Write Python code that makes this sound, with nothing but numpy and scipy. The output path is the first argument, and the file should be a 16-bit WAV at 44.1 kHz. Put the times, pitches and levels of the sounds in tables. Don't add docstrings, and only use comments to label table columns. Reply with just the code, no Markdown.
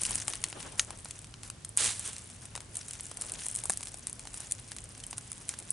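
import sys
import numpy as np
from scipy.fft import rfft, irfft, next_fast_len
from scipy.io import wavfile
from scipy.ndimage import uniform_filter1d, map_coordinates

SR = 44100
rng = np.random.default_rng(int(sys.argv[2]) if len(sys.argv) > 2 else 0)


def store_wav(level_fs):
    pcm = np.round(np.clip(np.atleast_2d(level_fs), -1, 1) * 32767)
    wavfile.write(sys.argv[1], SR, pcm.T.astype(np.int16))


N = 252252
TOP_HZ = 11120

# (time [s], effort [dB])
EFFORT = [(0, -39.5), (.13, -37), (.24, -46.5), (.33, -44), (.42, -52), (.75, -51), (1.0, -57), (1.17, -55),
          (1.3, -65), (1.72, -63), (2.16, -50.5), (2.28, -53), (2.68, -58.5), (2.78, -45.5), (3.12, -52),
          (3.39, -42), (3.9, -50.5), (4.15, -54.5), (4.43, -49), (4.75, -54), (5.72, -51)]


def amp(db):
    return 10 ** (np.asarray(db) / 20)


def unit(x):
    return x / np.sqrt(np.mean(x ** 2) + 1e-20)


def along(points, hz):
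    f, value = np.transpose(points)
    return np.interp(np.log(hz + 1), np.log(f + 1), value)


def curves(rows):
    s, *columns = np.transpose(rows)
    return [np.interp(np.arange(N) / SR, s, column) for column in columns]


def wobble(rate):
    points = rng.standard_normal(int(N * rate / SR) + 4)
    return map_coordinates(points, [np.arange(N) * rate / SR])


def filtered(x, response):
    m = next_fast_len(N + SR // 2)
    hz = np.fft.rfftfreq(m, 1 / SR)
    return irfft(rfft(x, m) * response(hz), m)[..., :N]


def coloured(x, spectrum):
    return unit(filtered(x, lambda hz: amp(along(spectrum, hz))))


def causal(gain):
    cepstrum = irfft(np.log(gain + 1e-6))
    half = len(cepstrum) // 2
    cepstrum[1:half] *= 2
    cepstrum[half + 1:] = 0
    return np.exp(rfft(cepstrum))


def noise_pair(width):
    mid, side = rng.standard_normal((2, N))
    return unit(np.array([mid + width * side, mid - width * side]))


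def add(track, s, sound):
    start = max(0, round(s * SR))
    part = sound[..., :max(0, N - start)]
    track[..., start:start + part.shape[-1]] += part


def swells(rows, attack, fall_db_per_s):
    t = np.arange(N) / SR
    power = 0
    for s, hold, db in rows:
        rise = np.clip((t - s) / attack, 0, 1)
        fall_db = fall_db_per_s * np.maximum(t - s - hold, 0)
        power = power + (rise * amp(db - fall_db)) ** 2
    return np.sqrt(power)


def crackle(rate, spread_db, cycles, pitch_hz, pan_db, size=128):
    when, pitch, strength, side, life = rng.random((int(rate * N / SR), 5)).T[..., None]
    hz = pitch_hz * 2 ** (2 * pitch - 1)
    k = np.arange(size)
    phase = hz * k / SR
    gain = amp(-spread_db * np.log(strength + 0.074))
    grains = gain * np.sin(2 * np.pi * phase) * np.exp(-phase / (cycles * (.5 + life)))
    index = ((when * N).astype(int) + k).ravel()
    pair = []
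    for ear in (1, -1):
        panned = grains * amp(ear * pan_db * (side - .5))
        pair.append(np.bincount(index, panned.ravel(), N)[:N])
    return unit(np.array(pair))


def whitened(x, size=3001):
    z = rfft(x)
    power = uniform_filter1d(np.mean(np.abs(z) ** 2, 0), size)
    return unit(irfft(z / np.sqrt(np.abs(power) + 0.00051 * power.mean()), N))


def background(hiss_db=-57, rumble_db=-54.0, hum_hz=109, drift_db=2):
    # (frequency [Hz], level [dB per Hz])
    air_colour = [(150, -10.5), (250, -1.5), (887, -9.5), (1020, -10), (1180, -11), (1280, -11.5),
                  (2960, -14.5), (3990, -15), (9240, -14), (11000, -20), (14300, -56), (22000, -120)]
    # (frequency [Hz], level [dB per Hz])
    rumble_colour = [(12, -38), (20, -26), (38, 1), (65, -2), (102, 2.5), (242, -10), (323, -16),
                     (400, -24.5), (520, -53), (880, -120)]
    # (time [s], level [dB])
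    hum_level = [(0, -60), (4.1, -62), (4.5, -57), (5.2, -57.5), (5.72, -62)]
    hum_db, = curves(hum_level)
    phase = 2 * np.pi * hum_hz * np.arange(N) / SR
    strength = amp(drift_db * wobble(3.05)) * (1 + 0.59 * wobble(14))
    hum = unit(strength * np.sin(phase + 1.77 * wobble(14)))
    rumble = coloured(noise_pair(width=0.055), rumble_colour)
    hiss = coloured(noise_pair(width=0.7), air_colour)
    return amp(hiss_db) * hiss + amp(rumble_db) * rumble + amp(hum_db) * hum


def ringing(event, modes, attack=0.00037):
    out, t = np.zeros(N), np.arange(SR // 10) / SR
    s, db = event
    ring = 0
    for hz, level, t60 in modes:
        ring = ring + amp(db + level - 60 * t / t60) * np.sin(2 * np.pi * hz * t)
    add(out, s, ring * (1 - np.exp(-t / attack)))
    return out


def breaking_wood():
    # (time [s], level before the mode levels are added [dB])
    twig_break = (0.7958, -19.5)
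    stick_break = (3.6975, -29)
    stalk_break = (5.0386, -35)
    # (frequency [Hz], level against the break [dB], time to fall 60 dB [s])
    twig_modes = [(1400, -5, 0.014), (1900, -1, 0.016), (2540, -17, 0.012), (3950, 6, .009),
                  (6440, 0.5, 0.039), (7149, -2, .022)]
    stick_modes = [(195, -10.5, 0.07), (770, 3, .024), (1150, 0, 0.022), (1700, 2, 0.023)]
    stalk_modes = [(3050, 0, .02)]
    twig = ringing(twig_break, twig_modes)
    stick = ringing(stick_break, stick_modes)
    return twig + stick + ringing(stalk_break, stalk_modes)


def scrapes(level_db=3.0, fade_db=5, edge=0.0065):
    # (time [s], length [s], level before level_db [dB])
    strokes = [(0.775, 0.066, -42), (1.042, 0.063, -50), (1.426, 0.061, -46.5), (2.417, 0.029, -48),
               (3.205, .04, -44), (3.7, 0.045, -45), (4.395, 0.065, -45.5), (4.708, .025, -45),
               (5.407, .02, -47), (5.488, 0.057, -44)]
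    # (frequency [Hz], level [dB per Hz])
    slide_colour = [(200, -18), (700, -4), (1600, -2), (3500, -7.5), (6000, -1.5), (9000, 2), (11000, 0.5)]
    gain, t = np.zeros(N), np.arange(SR // 5) / SR
    for s, length, db in strokes:
        stroke = np.clip(np.minimum(t, length - t + edge) / edge, 0, 1)
        add(gain, s, stroke * amp(db + level_db - fade_db * t / length))
    grains = crackle(rate=2000, spread_db=5.0, cycles=1.8, pitch_hz=4930, pan_db=8)
    catches = whitened(grains) + 0.61 * noise_pair(width=0.51)
    return gain * coloured(catches, slide_colour)


def rustle(crisp_db=-1, packed_db=-62, scuff_db=-68, press_db=-2, thud_db=-1):
    # (time [s], hold [s], packed leaves before press_db [dB], soil before press_db [dB])
    presses = [(0, 0.093, -50, -52), (.07, .06, -45, -49), (.25, 0.13, -52.5, -54.5),
               (0.403, 0.055, -55, -57), (.54, .13, -52.5, -50), (0.858, 0.05, -58, -54),
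               (1.79, .04, -64, -47.5), (2.016, .13, -60, -60.5), (2.532, 0.027, -59, -60),
               (3.11, .1, -69, -59), (3.208, .1, -64, -52.5), (3.35, .07, -55, -59), (4.38, .06, -58, -61)]
    # (frequency [Hz], level [dB per Hz])
    crisp_colour = [(880, -67), (1500, -12.5), (1950, -15), (4280, -16), (5970, -7), (6670, -7.5),
                    (9370, -1.5), (10900, -8), (11500, -60), (15000, -49), (22000, -120)]
    packed_colour = [(300, -13.5), (800, -2), (1500, -3.5), (3000, 1.5), (6000, -8.5), (11000, -21)]
    soil_colour = [(120, -17), (300, -4), (550, -3.5), (900, -6), (1500, -10), (4000, -37)]
    thud_colour = [(20, -20), (45, 1.5), (90, -2), (170, -5), (330, -16), (700, -50)]
    usual_effort_db = -52
    packed_follows, soil_follows = 0.54, 0.3
    attack, fall_db_per_s = 0.023, 98

    effort_db, = curves(EFFORT)
    extra_db = effort_db - usual_effort_db
    s, hold, leaves_db, soil_db = np.transpose(presses)
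    on_leaves = swells(zip(s, hold, leaves_db + press_db), attack, fall_db_per_s)
    on_soil = swells(zip(s, hold, soil_db + press_db), attack, fall_db_per_s)
    clumps = wobble(85)

    fine_grains = crackle(rate=650, spread_db=6.5, cycles=2.4, pitch_hz=6650, pan_db=3.5)
    fine = whitened(fine_grains) + 0.55 * noise_pair(width=0.42)
    top = amp(effort_db + crisp_db + 2.63 * clumps) * coloured(fine, crisp_colour)

    coarse_grains = crackle(rate=400, spread_db=3.5, cycles=2.0, pitch_hz=2330, pan_db=15.5, size=256)
    coarse = whitened(coarse_grains) + 1.27 * noise_pair(width=0.67)
    packed_gain = np.hypot(on_leaves, amp(packed_db + packed_follows * extra_db))
    under = packed_gain * amp(1.5 * clumps) * coloured(coarse, packed_colour)

    soil_gain = np.hypot(on_soil, amp(scuff_db + soil_follows * extra_db))
    scuff = soil_gain * amp(3.7 * wobble(45)) * coloured(noise_pair(width=0.51), soil_colour)
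    thud = on_leaves * amp(thud_db) * coloured(noise_pair(width=0.12), thud_colour)
    return top + under + scuff + thud


def crush(spurt_db=1.35):
    # (time [s], hold [s], level [dB])
    step = [(1.769, .1, -28.5), (1.96, 0.09, -46.5), (2.046, 0.022, -39)]
    # (frequency [Hz], level [dB per Hz])
    heap_colour = [(88, -48), (150, -16), (415, -20), (497, -17.5), (755, -15.5), (842, -14), (1330, -12),
                   (2790, -7.5), (5360, -8.5), (9250, -1), (10900, -8.5), (11500, -45), (15000, -57),
                   (22000, -120)]
    weight = swells(step, attack=0.0098, fall_db_per_s=151)
    grains = crackle(rate=3500, spread_db=5, cycles=1.4, pitch_hz=6100, pan_db=3)
    breaks = whitened(grains) + 0.8 * noise_pair(width=0.45)
    return weight * amp(spurt_db * wobble(130)) * coloured(breaks, heap_colour)


def small_snaps():
    per_s, over_effort_db, level_spread_db = 10, 7, 1.5
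    usual_knock_db, usual_wood_db, colour_spread_db = -17, -12, 7
    when = rng.uniform(0, N / SR, int(per_s * N / SR))
    level, knock, wood = rng.standard_normal((len(when), 3)).T
    db = np.interp(when, *np.transpose(EFFORT)) + over_effort_db + level_spread_db * level
    knock_db = usual_knock_db + colour_spread_db * knock
    wood_db = usual_wood_db + colour_spread_db * wood
    return list(zip(when, db, knock_db, wood_db))


def snaps(rows, pan_spread_db=0.9, ripple_db=3.5, tear=1.09, tear_t60=0.0055, strain=0.3,
          strain_t60=0.004, scatter=0.4, scatter_t60=0.049, bounce=0.058, size=4096):
    lead, window = SR // 250, SR // 200
    crack_per_wood = 0.7
    out, t = np.zeros((2, N)), (np.arange(size) - lead) / SR
    hz = np.fft.rfftfreq(size, 1 / SR)
    for s, db, knock_db, wood_db in rows:
        crack_db = crack_per_wood * wood_db
        pan_db = pan_spread_db * rng.standard_normal()
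        chance = rng.standard_normal((5, size))
        before = unit(chance[0] * (t < 0) * amp(-60 * np.abs(t) / strain_t60))
        after = unit(chance[0] * (t > 0) * amp(-60 * np.abs(t) / tear_t60))
        echo = (t > 0) * amp(-60 * t / scatter_t60)
        litter = unit(chance[1] * echo) + 0.73 * unit(chance[2:4] * echo)
        force = (strain * before + tear * after + scatter * litter) / np.sqrt(size)
        force[:, lead] += 1
        force[:, lead + int(SR * rng.uniform(.004, .009))] += bounce
        leaf_db = ripple_db * map_coordinates(chance[4], [hz / 380], mode="mirror")
        rung = rfft(force) * causal(amp(leaf_db))
        power = uniform_filter1d(np.mean(np.abs(rung) ** 2, 0), size=150)
        broad = np.sqrt(np.abs(power) + 1e-6)
        colour = along([(60, knock_db - 28), (300, knock_db - 9), (850, knock_db), (2200, wood_db),
                        (5500, crack_db), (9000, 5), (11000, -3.0)], hz)
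        spectrum = rung * causal(amp(colour) / broad)
        heard = irfft(spectrum * (hz < TOP_HZ))[:, lead:lead + window]
        snap = irfft(spectrum) / np.sqrt(np.mean(heard ** 2))
        add(out, s - lead / SR, amp(db) * amp([[pan_db / 2], [-pan_db / 2]]) * snap)
    return out


def scene():
    # (time [s], level [dB], knock colour at 850 Hz [dB], wood colour at 2200 Hz [dB])
    clear_snaps = [(.0176, -30, -30, -13), (.0348, -27, -26, -15), (.1087, -29.5, -7, -15),
                   (.1559, -25.5, -12, -16), (.2812, -26.5, -0.5, -6), (.301, -36, -8, -12),
                   (.336, -33.5, -2, 4), (.44, -24.5, -13.5, -3.5), (.5279, -39, 14, 13),
                   (.604, -43, 7, 11), (.7955, -20, -16, 6), (.9063, -37, 5.5, -5.5),
                   (1.047, -40, -30, -15), (1.0568, -42.5, 14, 9), (1.1095, -36, -21, -5),
                   (1.1905, -43, -12, -9), (1.2445, -46, -5, 2.5), (1.3404, -44.5, 2, 15),
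                   (1.4335, -40.5, -9, -4), (1.5009, -35.5, -3.5, -7), (1.6487, -35, -15, -12),
                   (1.6921, -40, -26, -43), (1.7678, -40, -18, -20), (1.7737, -19, -24, -26),
                   (1.8439, -28.5, -20, -6), (1.86, -30, -14, -9), (1.9949, -32, -27, -20),
                   (2.0767, -35.5, -19, -12), (2.1654, -41, -17, 0), (2.1827, -40.5, -18, -10),
                   (2.4553, -43, -20, -9), (2.5534, -35.5, 4.5, 1.5), (2.5616, -37, 1, -8),
                   (2.5769, -40.5, 11, 3), (2.6054, -42, -4, -2), (2.7562, -35.5, -22, -12),
                   (2.7697, -30.5, -20, -20), (2.9099, -37.5, -19, -5), (2.9978, -44, 2, 8),
                   (3.008, -36, -28, -27), (3.0669, -41.5, -23, -13), (3.115, -40.5, 9.5, -3.5),
                   (3.1718, -36.5, -16, -12), (3.2128, -32, -14, -18), (3.2202, -32, -13, -12),
                   (3.32, -32, -28, -26), (3.4654, -31.5, -6, -14), (3.485, -31.5, -35, -20),
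                   (3.5522, -31.5, -29, -19), (3.5607, -29.5, -30, -20), (3.638, -33.5, -4, -15),
                   (3.6559, -31, -3.5, -18), (3.6973, -23, -3.5, -15.5), (3.7036, -26.5, -13, -18),
                   (3.7209, -34.5, -35, -19), (3.7737, -31, -28, -18), (3.808, -40, 0, -5),
                   (3.8304, -37, -7, -3), (3.8716, -39.5, -12, -1), (3.943, -38.5, 1, -10),
                   (4.0704, -30, -16, -13.5), (4.097, -38, -10, -14), (4.1293, -36, -26, -21),
                   (4.1947, -40.5, -18, -4.5), (4.2538, -44.5, 7, -3), (4.2727, -40, -1, 0),
                   (4.3426, -36.5, -10, -9), (4.4046, -38, -12, -15), (4.512, -33, -21, -12),
                   (4.5217, -24.5, -32, -21), (4.7185, -38, -1, 0), (4.7653, -40.5, -7, -5),
                   (4.7853, -40, -17, -1), (4.8407, -42, -27, -20), (5.0385, -40, -28, -6),
                   (5.0666, -38, -34, -30), (5.1108, -37.5, -28, -17), (5.1299, -38, 10.5, 7),
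                   (5.1815, -32.5, -7, -13), (5.3178, -34.5, -6, -16), (5.492, -27.5, -25, -10.5),
                   (5.5393, -42, 12, 6), (5.5889, -36.5, -14, -17), (5.7054, -24.5, -40, -45)]
    # (time [s], left over right [dB])
    bearing = [(0, 2), (1.55, 1.5), (1.8, -2.5), (2.4, 1.5), (3.6, 1.5), (5.72, 0)]
    pan_db, = curves(bearing)
    around = background()
    litter = scrapes() + rustle() + crush()
    underfoot = breaking_wood() + litter + snaps(clear_snaps) + snaps(small_snaps())
    return around + underfoot * amp([pan_db / 2, -pan_db / 2])


def record(dry):
    return filtered(dry, lambda hz: 1 / np.sqrt(1 + (hz / TOP_HZ) ** 200))


dry = scene()
out = record(dry)
store_wav(out)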